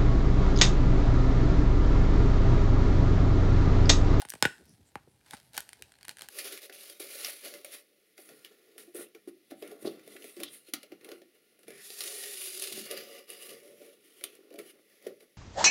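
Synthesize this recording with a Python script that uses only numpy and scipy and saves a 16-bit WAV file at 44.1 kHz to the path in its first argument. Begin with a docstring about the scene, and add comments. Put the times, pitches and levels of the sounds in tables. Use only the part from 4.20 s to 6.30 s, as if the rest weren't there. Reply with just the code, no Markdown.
"""A plastic cap creaks, snaps free and knocks the rim as a thumb pops it off a pill bottle full of sweets.
Fingers then tap and rub the open bottle and the sweets click inside. The bottle stands on a wooden board
on a bed, in a small quiet room. Each knock rings the damped modes of the bottle's air and wall with a
low thump; the group delay of the recorder's high-pass draws the bass into a short falling chirp."""
import sys
import numpy as np
from scipy import signal
from scipy.fft import rfft, irfft
from scipy.io import wavfile
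from scipy.ndimage import uniform_filter1d

SR = 44100
rng = np.random.default_rng(int(sys.argv[2]) if len(sys.argv) > 2 else 0)


def wrap_up_sound(samples):
    """Save the sound to the file named by the first command line argument, as 16-bit audio."""
    columns = np.atleast_2d(samples).T
    # keep every value between -1 and 1, then stretch to whole-number steps
    tamed = np.clip(columns, -1, 1)
    steps = np.round(tamed * 32767).astype(np.int16)
    wavfile.write(sys.argv[1], SR, steps)


N = 92610
FFT_SIZE = 2 ** 17
T = np.arange(N) / SR
HZ = np.maximum(np.arange(FFT_SIZE // 2 + 1) * SR / FFT_SIZE, 1)

# knocks on the bottle: (t/s, thump drive/dB, air drive/dB, wall drive/dB, contact cut-off/Hz)
KNOCKS = [(.0228, -48, 6, -5, 1150), (.0508, -11, -5, -17, 2530), (.1375, -7, -7, -32, 2440),
          (.1555, -11.5, -25, -26, 890), (.2255, 12.5, 17.5, 12.5, 5000), (0.2528, 14, 14, 19.5, 2600),
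          (.7556, -1, 7.5, -21.5, 2000), (0.8743, -12, -30.5, -40, 371), (1.1343, -11, 3.5, -14.5, 1770),
          (1.3776, -18, 4.5, 3, 6150), (1.8824, -18, -20, -22, 2980), (2.0203, -17, -22, -38, 2980),
          (2.0872, -34, -12, -45, 4030)]
# modes of the enclosed air and of the plastic wall: (f/Hz, level/dB, T60/s)
AIR_MODES = [(817, 2, 0.052), (764, -5.5, .09), (1048, -21.5, .05)]
WALL_MODES = [(1466, -16.5, 0.21), (1477, 5.5, 0.039), (1582, -16.5, .05), (1820, -10, 0.43),
              (1840, -1.5, 0.13), (2150, -19, .05), (2500, -10.5, .07), (2670, -15.5, 0.22),
              (3160, -19.5, .18), (3300, -10, 0.17), (3600, -16.5, .14)]
# spectra of the thump, the cap's snap, all clicks and the rubbing: (f/Hz, level/dB)
THUMP_SPECTRUM = [(35, -32), (55, -14), (80, -4), (130, 1), (250, 1), (600, 1), (1100, -3), (2200, -4),
                  (4000, -12), (12000, -22)]
SNAP_SPECTRUM = [(500, -28), (1500, -1.5), (2300, -15.5), (2900, -20), (3400, 3.5), (4150, 2),
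                 (4550, -12.5), (5050, 7), (5700, -17), (6500, -8.5), (7200, -7.5), (8100, -4.5),
                 (9500, -7), (10200, -15), (10900, -6), (13000, -20), (15500, -21)]
CLICK_SPECTRUM = [(200, -24.5), (700, -16), (1200, -14), (1600, -1.5), (2600, -3), (4200, -1), (7000, -2),
                  (9000, 4.5), (12000, 0), (16000, -7)]
RUB_SPECTRUM = [(200, -2), (600, 4.5), (850, 7), (1100, -3.5), (1600, 3), (3000, -1), (4300, 2),
                (7000, -6.5), (9500, -1.5), (13000, -8), (16000, -14)]
# clicks of cap and sweets: (t/s, level/dB, tilt/(dB per octave), ring f/Hz, time constant/s)
CLICKS = [(0.0182, -13, -5, 9300, 0.0011), (0.052, -20.5, -4.5, 8900, 0.0016),
          (0.0876, -20, -4.5, 9300, 0.0008), (0.0962, -22, 4, 8500, 0.00078), (0.1, -36, 9.5, 8800, 0.0005),
          (0.1026, -10, 2, 5700, 0.001), (0.1208, -18.5, -9, 9200, 0.0016),
          (0.1371, -16, -3.5, 8360, 0.0025), (0.1522, -20.5, -6, 7960, 0.0026),
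          (0.2332, -9, -11, 3820, 0.0028), (0.2411, -9.5, -12.5, 3500, 0.0084),
          (0.2536, -7, -16, 2380, 0.003), (0.2552, -3.5, -4, 3660, 0.0026),
          (0.3814, -31, -8.5, 8120, 0.0014), (0.4547, -41.5, 1, 11820, 0.0018),
          (0.494, -39, 1, 10000, 0.00078), (0.7557, -21, -4, 1900, 0.0022), (1.012, -41, -9.5, 2483, 0.001),
          (1.0634, -32, -7, 8530, 0.0014), (1.071, -48, -17, 4370, 0.00095),
          (1.1096, -16.5, -2.3, 3570, 0.00057), (1.1348, -17, -6, 9050, 0.0042),
          (1.1396, -26.5, -13.5, 9900, 0.0012), (1.1473, -21.5, -7, 9500, 0.0036),
          (1.1692, -27, -5.5, 4300, 0.0013), (1.1999, -29.5, -4, 4900, 0.0012),
          (1.334, -26.5, -1.5, 3890, 0.00059), (1.344, -20.5, -4.5, 4300, 0.0025),
          (1.3675, -12.5, -3.5, 6600, 0.0015), (1.3776, 1, -5, 13440, 0.0023),
          (1.4047, -14, -1.5, 11100, 0.0011), (1.491, -18, -5, 9400, 0.0009),
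          (1.5313, -16, -5.5, 10400, 0.0013), (1.623, -12.5, -3.5, 2480, 0.00057),
          (1.7202, -26.5, -6, 8440, 0.0019), (1.7396, -34, -8, 4200, 0.00059),
          (1.7538, -34, -7, 4200, 0.0018), (1.787, -32.5, -8, 8640, 0.0021),
          (1.81, -28.5, -6, 4270, 0.0038), (1.83, -21.5, -4.5, 4560, 0.0009),
          (1.8466, -31, -9, 4300, 0.0013), (1.8509, -18.5, -6, 9400, 0.0018),
          (1.882, -12.5, -3.8, 11500, 0.0011), (1.893, -8, -4.5, 4270, 0.00096),
          (1.912, -24, -3, 2500, 0.00087), (1.9702, -21, -5.5, 9100, 0.00063),
          (1.9853, -21.5, -3, 1660, 0.001), (1.9929, -20, -6.5, 9900, 0.0012),
          (2.01, -16.5, -5, 4230, 0.0012), (2.02, -13.5, -1.5, 3210, 0.00087),
          (2.057, -33, -8, 4300, 0.0011), (2.087, -14, -3.5, 11800, 0.0013)]
# envelope of fingers and sweets rubbing on the plastic: (t/s, level/dB)
RUB_ENVELOPE = [(0, -43), (.035, -59), (.07, -69), (.11, -69), (.19, -66.5), (.5, -70), (.6, -73.5),
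                (1.02, -76), (1.08, -61.5), (1.135, -54.5), (1.22, -67.5), (1.325, -71), (1.35, -48.5),
                (1.39, -50), (1.45, -65), (1.68, -67.5), (1.79, -74), (1.87, -69.5), (1.91, -54),
                (1.95, -77), (2.03, -53), (2.1, -76)]
# soft bumps on bedding and board: (t/s, level/dB, Gaussian half width/s, f/Hz)
BUMPS = [(0.414, -58, 0.015, 246), (0.439, -63, 0.022, 80), (0.497, -59.5, 0.017, 211.6),
         (0.533, -61, .02, 128.2), (0.604, -64.5, 0.017, 223.7), (0.631, -62, 0.024, 99.6),
         (.82, -66.5, 0.024, 95.2), (.879, -58, 0.0056, 247), (.94, -71.5, 0.025, 90),
         (1.143, -49, 0.0066, 181), (1.234, -68, 0.017, 119), (1.3, -67, 0.023, 110),
         (1.518, -72.5, 0.025, 107.5), (1.617, -60.5, .012, 356), (1.642, -63.5, 0.015, 97),
         (1.9, -74, 0.02, 86)]
# skin sliding over plastic: (t/s, level/dB, Gaussian half width/s, f/Hz)
SWISHES = [(.4, -77.5, 0.025, 9600), (.51, -69.5, 0.027, 5600), (.52, -72, 0.036, 9800),
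           (.68, -69.5, 0.016, 7870), (.92, -75.5, 0.026, 9500), (1.26, -72.5, .035, 10900)]
# early reflections: (delay t/s, level/dB)
REFLECTIONS = [(.0088, -22.5), (0.0152, -24), (0.0184, -27.5)]
# decay times of the reverberation: (f/Hz, T60/s)
REVERB_T60 = [(150, 0.22), (1500, 0.27), (4000, 0.18), (14000, 0.41)]
# spectra of the reverberation and of the room's background noise: (f/Hz, level/dB)
REVERB_SPECTRUM = [(100, -19), (400, -17), (850, -19), (1200, -15.5), (1500, -12.5), (1850, -14.5),
                   (2300, -15), (2900, -9), (3500, -13), (5000, -15.5), (7000, -15), (15000, -20)]
BACKGROUND_SPECTRUM = [(30, -23), (60, 7.5), (110, 6), (380, -0.5), (650, -9.5), (850, -6.5), (1250, -18.5),
                       (1800, -16.5), (7000, -19.5), (9700, -17), (13000, -18.5), (16000, -30.5)]


def knocks(lag_cycles=1.55, lag_below_hz=1100):
    """Impact excitation: a contact drives thump, air and wall; the softer it is, the less treble."""
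    drives = np.zeros((3, N))
    impulse = signal.unit_impulse(8192) + 1e-18
    for start_s, thump_db, air_db, wall_db, cutoff_hz in KNOCKS:
        force = signal.sosfilt(signal.butter(2, cutoff_hz, fs=SR, output="sos"), impulse)
        for drive, db in zip(drives, (thump_db, air_db, wall_db)):
            add(drive, start_s, from_db(db) * force)
    # the recorder's high-pass delays each low frequency by about lag_cycles of its own periods
    high_pass_lag = np.exp(-2j * np.pi * lag_cycles * np.log(HZ / (HZ + lag_below_hz)))
    bodies = from_db(at_hz(THUMP_SPECTRUM)), resonances(AIR_MODES), resonances(WALL_MODES)
    return sum(filtered(drive, body * high_pass_lag) for drive, body in zip(drives, bodies))


def resonances(modes):
    """Modal superposition: the responses of damped oscillators add, each with its level at resonance."""
    response = 0
    for hz, db, t60 in modes:
        detuning = np.pi * t60 / np.log(1000) * (HZ - hz ** 2 / HZ)
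        response += from_db(db) * 1j * HZ / hz / (1 + 1j * detuning)
    return response


def cap_snap(start_s=.2255, gain_db=13, decay_s=.00067):
    """Sudden elastic release: the lip of the cap lets go of the rim in one bright crack."""
    out = np.zeros(N)
    add(out, start_s, crack(decay_s, gain_db + at_hz(SNAP_SPECTRUM)))
    return out


def clicks(gain_db=-1.5, ring_db=9.5, ring_octaves=.091):
    """Brief hard contacts radiate broadband clicks, each with its own spectral tilt and one resonance."""
    out = np.zeros(N)
    colour_db = gain_db + at_hz(CLICK_SPECTRUM)
    octaves = np.maximum(np.log2(HZ / 4000), -2)  # the tilt pivots at 4 kHz and is flat below 1 kHz
    for start_s, db, tilt, hz, decay_s in CLICKS:
        peak_db = ring_db * np.exp(-.5 * (np.log2(HZ / hz) / ring_octaves) ** 2)
        add(out, start_s, crack(decay_s, db + colour_db + tilt * octaves + peak_db))
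    return out


def crack(decay_s, colour_db, spike=.12, size=2048):
    """Modal overlap: after a spike, the plastic's dense modes merge into fast-decaying noise."""
    burst = rng.standard_normal(size) * np.exp(-T[:size] / decay_s)
    burst /= np.linalg.norm(burst)
    burst[0] += spike
    spectrum = rfft(burst)
    # flatten the burst's broad spectral shape, then impose the colour
    broad_db = 10 * np.log10(uniform_filter1d(abs(spectrum) ** 2, size=70))
    return irfft(spectrum * minimum_phase(colour_db[::FFT_SIZE // size] - broad_db))


def rubbing(slips_per_s=5000, spread_db=4.5):
    """Stick-slip friction: tiny slips of random size and timing along the plastic merge into a rustle."""
    sizes = from_db(spread_db * np.minimum(rng.exponential(1, N), 5))
    signs = rng.choice([-1, 1], N)
    slips = sizes * signs * (rng.random(N) < slips_per_s / SR)
    rustle = unit_rms(filtered(slips, minimum_phase(at_hz(RUB_SPECTRUM))))
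    return from_db(np.interp(T, *np.transpose(RUB_ENVELOPE))) * rustle


def soft_contacts(contacts, octaves):
    """Gradual contact has no sharp onset: each bump or slide is a Gaussian swell of band-limited noise."""
    out = np.zeros(N)
    edge_ratio = 2 ** (octaves / 2)
    for centre_s, db, half_width_s, hz in contacts:
        envelope = np.exp(-.5 * ((T - centre_s) / half_width_s) ** 2)
        swell = envelope * band_noise(hz / edge_ratio, hz * edge_ratio, N)
        out += from_db(db) * swell * np.linalg.norm(envelope) / np.linalg.norm(swell)
    return out


def reverberation(sound, onset_s=.0017):
    """Reflection and absorption: early echoes and a diffuse tail that decays at its own rate per band."""
    t = T[:SR // 2]
    tail = np.zeros(len(t))
    build_up = 1 - np.exp(-(t / onset_s) ** 2)
    edges_hz = np.geomspace(60, 18000, 9)
    for low, high in zip(edges_hz, edges_hz[1:]):
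        envelope = build_up * from_db(-60 * t / at_hz(REVERB_T60, np.sqrt(low * high)))
        tail += band_noise(low, high, len(t)) * envelope / np.linalg.norm(envelope)
    out = filtered(sound, rfft(tail, FFT_SIZE) * minimum_phase(at_hz(REVERB_SPECTRUM)))
    for delay_s, db in REFLECTIONS:
        add(out, delay_s, from_db(db) * sound)
    return out


def background(level_db=-71):
    """Stationary noise: the quiet room's faint rumble and hiss."""
    noise = filtered(rng.standard_normal(FFT_SIZE), from_db(at_hz(BACKGROUND_SPECTRUM)))
    return from_db(level_db) * unit_rms(noise)


def from_db(db):
    """Amplitude ratio of a level in decibels."""
    return 10 ** (np.asarray(db) / 20)


def unit_rms(x):
    """Normalisation to unit power."""
    return x / np.sqrt(np.mean(x ** 2) + 1e-20)


def at_hz(points, hz=HZ):
    """Interpolation of a table along log frequency."""
    f, value = np.transpose(points)
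    return np.interp(np.log(hz), np.log(f), value)


def minimum_phase(db):
    """Causality: folding the cepstrum gives a gain curve its minimum-phase response."""
    cepstrum = irfft(db * np.log(10) / 20)
    half = len(cepstrum) // 2
    cepstrum[1:half] *= 2
    cepstrum[half + 1:] = 0
    return np.exp(rfft(cepstrum))


def filtered(x, response):
    """Convolution as a product of spectra."""
    return irfft(rfft(x, FFT_SIZE) * response)[..., :N]


def band_noise(low_hz, high_hz, size):
    """Band-pass filtering of white noise."""
    band = signal.butter(2, [low_hz, high_hz], "band", fs=SR, output="sos")
    return signal.sosfilt(band, rng.standard_normal(size))


def add(out, start_s, sound):
    """Superposition of a delayed sound, in place."""
    i = int(start_s * SR)
    out[i:i + len(sound)] += sound[:N - i]


def scene():
    """Superposition of the bottle, its reverberation, soft handling noises and the background."""
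    bottle = knocks() + cap_snap() + clicks() + rubbing()
    ambience = background()
    room = reverberation(bottle)
    bumps = soft_contacts(BUMPS, octaves=1)
    swishes = soft_contacts(SWISHES, octaves=.31)
    return (bottle + room + bumps + swishes + ambience)[None]


def record(dry, low_cut_hz=48, high_cut_hz=16300):
    """Band limiting: steep filters remove the deepest rumble and the highest treble."""
    high_passed = filtered(dry, 1 / np.sqrt(1 + (low_cut_hz / HZ) ** 8))
    return signal.sosfilt(signal.ellip(10, .2, 80, high_cut_hz, fs=SR, output="sos"), high_passed)


dry = scene()
out = record(dry)
wrap_up_sound(out)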